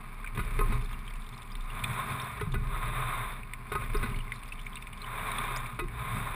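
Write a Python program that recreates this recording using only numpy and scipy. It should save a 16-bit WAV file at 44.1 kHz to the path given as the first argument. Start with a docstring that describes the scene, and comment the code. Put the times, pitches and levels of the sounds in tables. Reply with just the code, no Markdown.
"""A single scull is rowed slowly on a calm river, heard from a waterproof case fixed to the deck.
First a stroke finishes: the oars turn and knock in their locks, the blades gulp and the hull booms.
Water drips from the feathered blades while the seat rolls up its tracks. At the catch, near 2.5 s, the
oars knock, the blades bite and the seat rolls back. A second finish comes near 4 s, then more drips and
another slide to the catch near 5.8 s. Throughout, the hull flexes and ripples make a faint wash."""
import sys
import numpy as np
from scipy import signal
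from scipy.fft import rfft, irfft
from scipy.io import wavfile

SR = 44100
rng = np.random.default_rng(int(sys.argv[2]) if len(sys.argv) > 2 else 0)


def dump_mix(stems):
    """Bounce the given channels to the path in sys.argv[1] as a 16-bit WAV at rate SR."""
    frames = np.atleast_2d(stems).T  # one column per channel
    limited = np.clip(frames, -1, 1)  # hard clip at full scale
    pcm = np.round(limited * 32767).astype(np.int16)
    wavfile.write(sys.argv[1], SR, pcm)


N = 280027
TIME = np.arange(N) / SR

# Stroke finishes: (oars start to turn [s], blades come clear [s], rub [dB], thud [dB], surge [dB])
FINISHES = [(0.347, 0.708, -39, -32, -31.5), (3.735, 4.059, -37.5, -36, -34)]
# Stroke catches: (blades bite [s], surge [dB])
CATCHES = [(2.55, -35.5), (5.85, -39.5)]
# Spectrum of an oar's contact with its lock: (frequency [Hz], relative level [dB])
CONTACT_SPECTRUM = [(150, 10), (290, 3), (420, 1.5), (560, 2), (900, -4), (1450, 5), (2400, -0.5),
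                    (2950, -8), (3800, -8), (4800, -28), (9000, -20.5), (12000, -21), (15000, -16)]


def oarlocks(low_db=2.0, middle_db=-2.5, high_db=-12.0, treble_db=-17, vary_db=1.5, detune=0.0054):
    """Impact excitation: hard plastic chatters and rings the rigger's modes, differently at each knock."""
    # Knocks of oars and seat: (time [s], low ring [dB], middle ring [dB], clack [dB], contact time [s])
    knocks = [(0.373,-52,-35,-36.5,.004), (0.39,-38.5,-31,-37,.005), (0.589,-28,-31,-33,0.0026),
              (0.605,-28,-21.5,-48,0.0043), (0.72,-49,-40,-38,0.0044), (2.4095,-34,-29,-38.5,.0025),
              (2.538,-37,-40,-37,0.0059), (2.994,-65,-30.5,-58,0.0029), (3.717,-38,-31,-34.5,0.0047),
              (3.75,-41,-25.5,-35.5,0.004), (3.819,-53,-40,-41,.0024), (3.943,-27.5,-31,-39.5,0.0048),
              (4.025,-38,-53,-34,0.0064), (4.059,-44,-42,-40,0.0027), (5.789,-37.5,-35,-34,0.005)]
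    # Modes of rigger and hull: (frequency [Hz], relative level [dB], time to fall 60 dB [s])
    rigger_modes = [(445, -19, 0.079), (417, -3, 0.093), (1010, -31, 0.62), (1073.7, -1, 0.17),
                    (1257, -2.5, 0.12), (1445, 0, .09), (1480, 11, 0.082), (1710, -5, 0.089),
                    (2010, 7.5, 0.13), (2140, -15, 0.23), (2495, 2.5, 0.15), (2800, -31, .06),
                    (3720, -3, 0.14), (3860, -36, 0.048), (9570, -2, 0.063), (10400, -2, .06),
                    (10760, -1.5, 0.17), (11800, -13, 0.1), (11700, -13, .06), (12420, -2, 0.11),
                    (13170, -4.5, 0.089), (13100, -7, 0.067)]
    rings, clacks, t = np.zeros(N), np.zeros(N), TIME[:SR // 4]
    hz, mode_db, t60 = np.array(rigger_modes).T[:, :, None]
    register = np.digitize(hz, [700, 1350, 6000])  # low, middle, high, treble
    for onset, low, middle, clack, contact in knocks:
        load, place = rng.standard_normal((2, len(hz), 1))
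        modes = np.sin(2 * np.pi * hz * (1 + detune * load) * t) * from_db(-60 * t / t60)
        chatter = rng.standard_normal(len(t)) * swell(t, contact)
        ringing = signal.fftconvolve(modes, chatter[None], axes=1)[:, :len(t)]
        ringing /= np.abs(ringing).max(axis=1, keepdims=True)
        treble = (low + middle) / 2 + treble_db
        register_db = np.array([low + low_db, middle + middle_db, clack + high_db, treble])
        strength = from_db(mode_db + register_db[register] + vary_db * place)
        add(rings, onset, np.sum(strength * ringing, axis=0))
        add(clacks, onset, from_db(clack) * chatter)
    return rings + through_case(clacks, CONTACT_SPECTRUM)


def hull(flex_hz=29.95, waver_hz=1.81, flex_db=1.0, gliding_db=-50, thud_lag_s=0.018):
    """Structural vibration: the shell bends in its lowest mode and booms under the loads of the oars."""
    # Envelope of the lowest bending mode: (time [s], relative level [dB])
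    flexing = [(0.0, -46), (0.51, -34.5), (0.62, -25), (1.06, -42), (1.17, -36), (1.4, -51.5), (1.59, -34),
               (2.32, -59), (2.53, -32), (3.77, -47.5), (3.98, -26.5), (4.07, -43), (4.17, -31),
               (4.35, -47.5), (4.62, -40), (4.79, -47.5), (5.62, -39), (5.77, -52), (5.85, -32.5),
               (6.01, -66), (6.07, -42), (6.35, -41)]
    # Spectrum of the boom: (frequency [Hz], relative level [dB])
    boom_spectrum = [(35, -15.5), (50, 8.5), (72, -3.5), (90, -5.5), (117, 5.5), (165, -8), (235, -19),
                     (290, -22), (450, -27.5), (900, -71.5)]
    flex_gain = from_db(np.interp(TIME, *np.transpose(flexing)) + flex_db)
    bending = rms_one(np.sin(2 * np.pi * np.cumsum(flex_hz + waver_hz * drift(14)) / SR))
    loads = []
    for turn, clear, _, thud, surge in FINISHES:  # the oars drop in their locks, then leave the water
        loads.append(from_db(thud) * swell_at(turn + thud_lag_s, attack_s=0.015, release_s=0.097))
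        loads.append(from_db(surge) * swell_at(clear, attack_s=0.13, release_s=0.14))
    for bite, surge in CATCHES:
        loads.append(from_db(surge) * swell_at(bite, attack_s=0.13, release_s=0.5))
    boom_gain = np.sqrt(from_db(gliding_db) ** 2 + np.sum(np.square(loads), axis=0))  # powers add
    return flex_gain * bending + boom_gain * through_case(rng.standard_normal(N), boom_spectrum)


def blades(level_db=-8.0):
    """Cavity resonance: large pockets of air close behind the blades with a low, churning gulp."""
    # Air pockets: (time [s], relative peak [dB], frequency [Hz], time to fall 60 dB [s])
    gulps = [(0.37, -27, 210, 0.1), (0.69, -27, 225, 0.12), (0.724, -30, 80, 0.09),
             (2.419, -18, 122, 0.057), (2.468, -20, 144, 0.12), (2.541, -25, 218, 0.19),
             (2.556, -20, 64.3, 0.21), (2.576, -21.5, 123.7, .18), (4.030, -25.5, 226.5, 0.17),
             (4.046, -32, 73.6, 0.19), (4.16, -25.5, 130, 0.2), (5.813, -26.5, 366, 0.12)]
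    out = np.zeros(N)
    for onset, peak, hz, t60 in gulps:
        gulp = bubble(hz, t60, glide=-0.085, rise_s=0.0072, roughness=0.96)
        add(out, onset, from_db(peak + level_db) * gulp)
    return out


def drips(plink_db=-5.5, splash_db=6.5):
    """Air entrainment: each drop from the blades lands with a tiny splash and traps a ringing bubble."""
    # Largest drops: (time [s], plink [dB], frequency [Hz], splash [dB], splash rise time [s])
    large_drops = [(0.243,-28,1500,-48.5,0.0025), (0.262,-31,2350,-48,0.0008), (0.273,-25,2225,-45.5,.0018),
                   (1.077,-34.5,3130,-51,0.0015), (1.1356,-37,2320,-53,.0027), (1.520,-40,4760,-65,.0011),
                   (1.5522,-33.5,3600,-46,0.0014), (1.7009,-32.5,2700,-51,0.0018),
                   (1.7494,-32,2245,-51,.002), (1.838,-20,2440,-34,0.0011),
                   (1.8415,-23.5,3490,-35.5,0.0012), (2.102,-42,4200,-47,.001),
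                   (2.198,-28.5,3570,-44,.0015), (2.215,-42,5300,-52,.001), (2.242,-42,4000,-49,.001),
                   (2.398,-31,1790,-53,.0022), (3.431,-33.5,2460,-53.5,.0018),
                   (3.535,-27,2100,-36.5,0.00097), (4.143,-28,2133,-57,.003), (4.187,-35.5,2980,-48,.0021),
                   (4.278,-34.5,2110,-53,.0012), (4.3195,-20.5,2065,-41.5,.0016),
                   (4.432,-34.5,2640,-50.5,0.0027), (4.487,-46,4840,-54,0.0017),
                   (4.5207,-27.5,2550,-49,0.0034), (4.591,-37,3000,-51,0.0027), (4.664,-24,2250,-49,.0023),
                   (4.7556,-34,3577,-41,0.00089), (4.768,-32,2700,-51,0.004), (4.824,-36,2530,-49,.0012),
                   (4.869,-29,2286,-49,.0025), (4.93,-35,2850,-49,.0015), (5.316,-30.5,3660,-37,.0009),
                   (5.383,-25,3430,-39.5,.002), (5.561,-30,4950,-40,.0009), (5.570,-32.5,6830,-52,.001),
                   (5.659,-28,2330,-49,0.0032), (5.8835,-33,2150,-46,.0007)]
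    # Spectrum of a splash: (frequency [Hz], relative level [dB])
    splash_spectrum = [(300, -32), (1200, 1), (2200, 10.5), (3800, -0.5), (5000, -13.5), (7500, -11),
                       (8500, -8), (9500, -4.5), (12000, -44), (15000, -1.5)]
    plinks, splashes, t = np.zeros(N), np.zeros(N), TIME[:SR // 20]
    for onset, peak, hz, splash, rise_s in large_drops + small_drops():
        plink = bubble(hz, t60=0.032, glide=0.065, rise_s=0.0013, roughness=0.58)
        burst = rng.standard_normal(len(t)) * swell(t, rise_s)
        add(plinks, onset, from_db(peak + plink_db) * plink)
        add(splashes, onset, from_db(splash + splash_db) * burst)
    return plinks + through_case(splashes, splash_spectrum)


def small_drops(share=0.045, centre_hz=2910, spread_octaves=0.4, spread_db=3.5, rise_s=0.0026):
    """Poisson process: lesser drops fall at random, listed in the same columns as the large ones."""
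    onsets = TIME[rng.random(N) < share * droplet_rate() / SR]
    size, pitch = np.clip(rng.standard_normal((len(onsets), 2)), -2, 2).T
    plink_db, splash_db = -38.5 + spread_db * size, -61 + spread_db * size
    hz = centre_hz * 2 ** (spread_octaves * pitch)
    return list(zip(onsets, plink_db, hz, splash_db, np.full(len(onsets), rise_s)))


def seat(level_db=0.5, judder_db=1.4, rumble_db=-2, lump_db=6.0, speed_exponent=1.04):
    """Rolling noise: wheels crunch over grit and rumble unevenly in the hull, louder with speed."""
    # Runs of the seat: (start [s], duration [s], roll [dB], share before top speed [1], rumble [dB])
    slides = [(1.61, 0.93, -37, 0.49, -42), (2.564, 0.88, -35.5, 0.57, -47), (4.962, 0.84, -36, .46, -45.5),
              (5.867, 0.88, -37.5, 0.37, -41.5)]
    # Spectrum of the wheels on their tracks: (frequency [Hz], relative level [dB])
    roll_spectrum = [(90, -12), (122, 17.5), (170, -10), (290, -13), (500, -7.5), (650, -2), (880, -2),
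                     (1450, 1.5), (2150, -4.5), (2550, -9.5), (2900, -15), (3750, -7.5), (4500, -33),
                     (15000, -25)]
    # Spectrum of their rumble in the hull: (frequency [Hz], relative level [dB])
    rumble_spectrum = [(60, -13), (90, -1), (125, 5), (165, -5.5), (230, -11), (300, -21.5), (600, -45)]
    grit = grains(per_s=5000, spread_db=1.5) * from_db(judder_db * drift(60))
    rolling, rumbling = 0, 0
    for start, duration, roll, lead, rumble in slides:
        ramp = np.interp(TIME, [start, start + duration * lead, start + duration], [0, 1, 0])
        speed = np.sin(np.pi / 2 * ramp)
        rolling += from_db(roll) * speed ** speed_exponent
        rumbling += from_db(rumble) * speed
    lumps = rng.standard_normal(N) * from_db(rumble_db + lump_db * drift(16))
    crunch = from_db(level_db) * through_case(grit * rolling, roll_spectrum)
    return crunch + through_case(lumps * rumbling, rumble_spectrum)


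def sleeves(level_db=-8.5, sticking_db=3, release_s=0.12):
    """Stick-slip friction: the sleeves rub as the oars turn, and fade once the blades are clear."""
    slips = grains(per_s=1400, spread_db=2.5) * from_db(sticking_db * drift(80))
    turning = sum(from_db(rub) * (TIME > turn) * np.exp(-np.maximum(TIME - clear, 0) / release_s)
                  for turn, clear, rub, _, _ in FINISHES)
    return from_db(level_db) * through_case(slips * turning, CONTACT_SPECTRUM)


def wash(level_db=-49.0, lap_db=0.8, puddle_db=-47, puddle_s=0.13, run_db=-49):
    """Shot noise: ripples fizz along the hull, swelling with each finish's puddles and at top speed."""
    # Spectrum of the ripples: (frequency [Hz], relative level [dB])
    wash_spectrum = [(100, -1), (230, 14.5), (310, -5), (520, -5), (700, 0), (1450, 2.5), (2200, -1.5),
                     (2950, -10.5), (3800, -12), (4700, -17), (7500, -26.5), (15000, -23)]
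    puddles = sum(swell_at(clear, puddle_s, puddle_s) for _, clear, *_ in FINISHES)
    gain = from_db(level_db) + from_db(puddle_db) * puddles + from_db(run_db) * running()
    fizz = grains(per_s=3000, spread_db=2.0) * from_db(lap_db * drift(25))
    return through_case(fizz * gain, wash_spectrum)


def spray(level_db=-63, near_db=5, spread_db=3.0, band_spread_db=7.0, rise_s=0.0017):
    """Impact noise: fine droplets patter on the water, each a burst with its own random band levels."""
    # Overall spectrum of the patter: (frequency [Hz], relative level [dB])
    spray_spectrum = [(1200, -5.5), (2400, -10), (3600, 2), (4500, -12.5), (5300, -8), (6000, -7.5),
                      (7400, -10.5), (8400, -30.5), (9000, -9), (10500, -32), (15000, -15)]
    hits = np.flatnonzero(rng.random(N) < droplet_rate() / SR)
    hit_db = level_db + near_db * running()[hits]  # louder as the blades swing towards the bow
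    hit_db += spread_db * np.minimum(rng.exponential(1, len(hits)), 3)
    edges_hz = np.geomspace(1500, 14000, 14)
    envelope = swell(TIME[:SR // 50], rise_s)
    white, out = rng.standard_normal((2, N)), np.zeros(N)
    for k, band in enumerate(zip(edges_hz, edges_hz[1:])):
        band_db = band_spread_db * np.clip(rng.standard_normal(len(hits)), -2, 1.7)
        landings = np.zeros(N)
        landings[hits] = from_db(hit_db + band_db)
        hiss = signal.sosfilt(signal.butter(2, band, "band", fs=SR, output="sos"), white[k % 2])
        out += hiss * signal.oaconvolve(landings, envelope)[:N]
    return through_case(out, spray_spectrum)


def droplet_rate(blade_per_s=110, bow_per_s=16, drain_s=2.6):
    """Exponential drainage: the blades shed droplets from finish to catch, the bow at a steady rate."""
    draining = sum(np.exp(-np.abs(TIME - clear) / drain_s) * (TIME > turn) * (TIME < bite)
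                   for (turn, clear, *_), (bite, _) in zip(FINISHES, CATCHES))
    return bow_per_s + blade_per_s * draining


def running(before_catch_s=0.47, width_s=0.15):
    """Speed envelope: peaks at 1 late in each recovery, when the boat runs fastest."""
    return sum(swell_at(bite - before_catch_s, width_s, width_s) for bite, _ in CATCHES)


def bubble(hz, t60, glide, rise_s, roughness):
    """Damped oscillator: trapped air rings and glides in pitch, shaken by the water round it; peak 1."""
    t = TIME[:int((t60 + 2 * rise_s) * SR)]
    knots = np.arange(0, t[-1] * hz + 6, 3)  # a new amplitude and phase every three cycles
    jitter = [1, 1j] @ rng.standard_normal((2, len(knots)))
    shake = 1 + roughness * np.interp(t * hz, knots, jitter)
    phase = 2 * np.pi * hz * t * (1 + glide * t / t60)
    envelope = from_db(-60 * t / t60) * (1 - np.exp(-(t / rise_s) ** 2))
    ring = np.imag(shake * np.exp(1j * phase)) * envelope
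    return ring / np.abs(ring).max()


def through_case(x, spectrum, size=8192):
    """Source-filter model: spectrum and case resonances form a minimum-phase filter of unit power gain."""
    # Resonances and notches of deck and case: (frequency [Hz], width [Hz], gain [dB])
    resonances = [(317, 71, 1.5), (409, 70, 10), (1044.4, 148, 11.5), (1261, 188, 10), (1317, 66, -11.5),
                  (2353, 514, 8.5), (3582, 180, 6), (6020, 1190, -12), (8370, 670, 16), (9624, 650, 16.5),
                  (10280, 660, 12), (10890, 350, 17), (12230, 1160, -3), (13460, 300, 7.5),
                  (13480, 780, 9.5), (14370, 480, 12.5)]
    hz = np.arange(size // 2 + 1) * SR / size
    point_hz, point_db = np.transpose(spectrum)
    db = np.interp(np.log(hz + 1), np.log(point_hz), point_db)
    db += sum(gain * .5 ** ((2 * (hz - centre) / width) ** 2) for centre, width, gain in resonances)
    cepstrum = irfft(np.log(from_db(db)))[:size // 2]
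    cepstrum[0] = 0
    response = irfft(np.exp(rfft(2 * cepstrum, size)))[:size // 2]
    return signal.fftconvolve(x, response / np.linalg.norm(response))[:len(x)]


def grains(per_s, spread_db):
    """Poisson impulses: tiny contacts of uneven strength; rms 1."""
    sizes = from_db(spread_db * np.minimum(rng.exponential(1, N), 5)) * rng.choice([-1, 1], N)
    return rms_one(sizes * (rng.random(N) < per_s / SR))


def drift(per_s):
    """Random modulation: straight lines between values of rms 1."""
    knots = rms_one(rng.standard_normal(4096))
    return np.interp(TIME * per_s, np.arange(len(knots)), knots)


def swell(t, rise_s):
    """Critically damped pulse: builds to 1 at rise_s and dies away."""
    return t / rise_s * np.exp(1 - t / rise_s)


def swell_at(peak_s, attack_s, release_s):
    """Exponential growth to 1 at peak_s, then exponential decay."""
    return np.exp(np.minimum((TIME - peak_s) / attack_s, (peak_s - TIME) / release_s))


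def add(out, onset_s, sound):
    """Superposition: mix a sound in at its onset."""
    at = round(onset_s * SR)
    out[at:at + len(sound)] += sound[:N - at]


def from_db(db):
    """Decibels to amplitude ratio."""
    return 10 ** (np.asarray(db) / 20)


def rms_one(x):
    """Normalisation to rms 1."""
    return x / np.sqrt(np.mean(x ** 2) + 1e-20)


def scene():
    """Superposition: all the boat's sounds sum at one microphone."""
    return (oarlocks() + hull() + blades() + drips() + seat() + sleeves() + wash() + spray())[None]


def record(dry, cutoff_hz=15400):
    """Band limiting: an elliptic low-pass filter cuts the top steeply."""
    return signal.sosfilt(signal.ellip(10, .2, 80, cutoff_hz, fs=SR, output="sos"), dry)


dry = scene()
out = record(dry)
dump_mix(out)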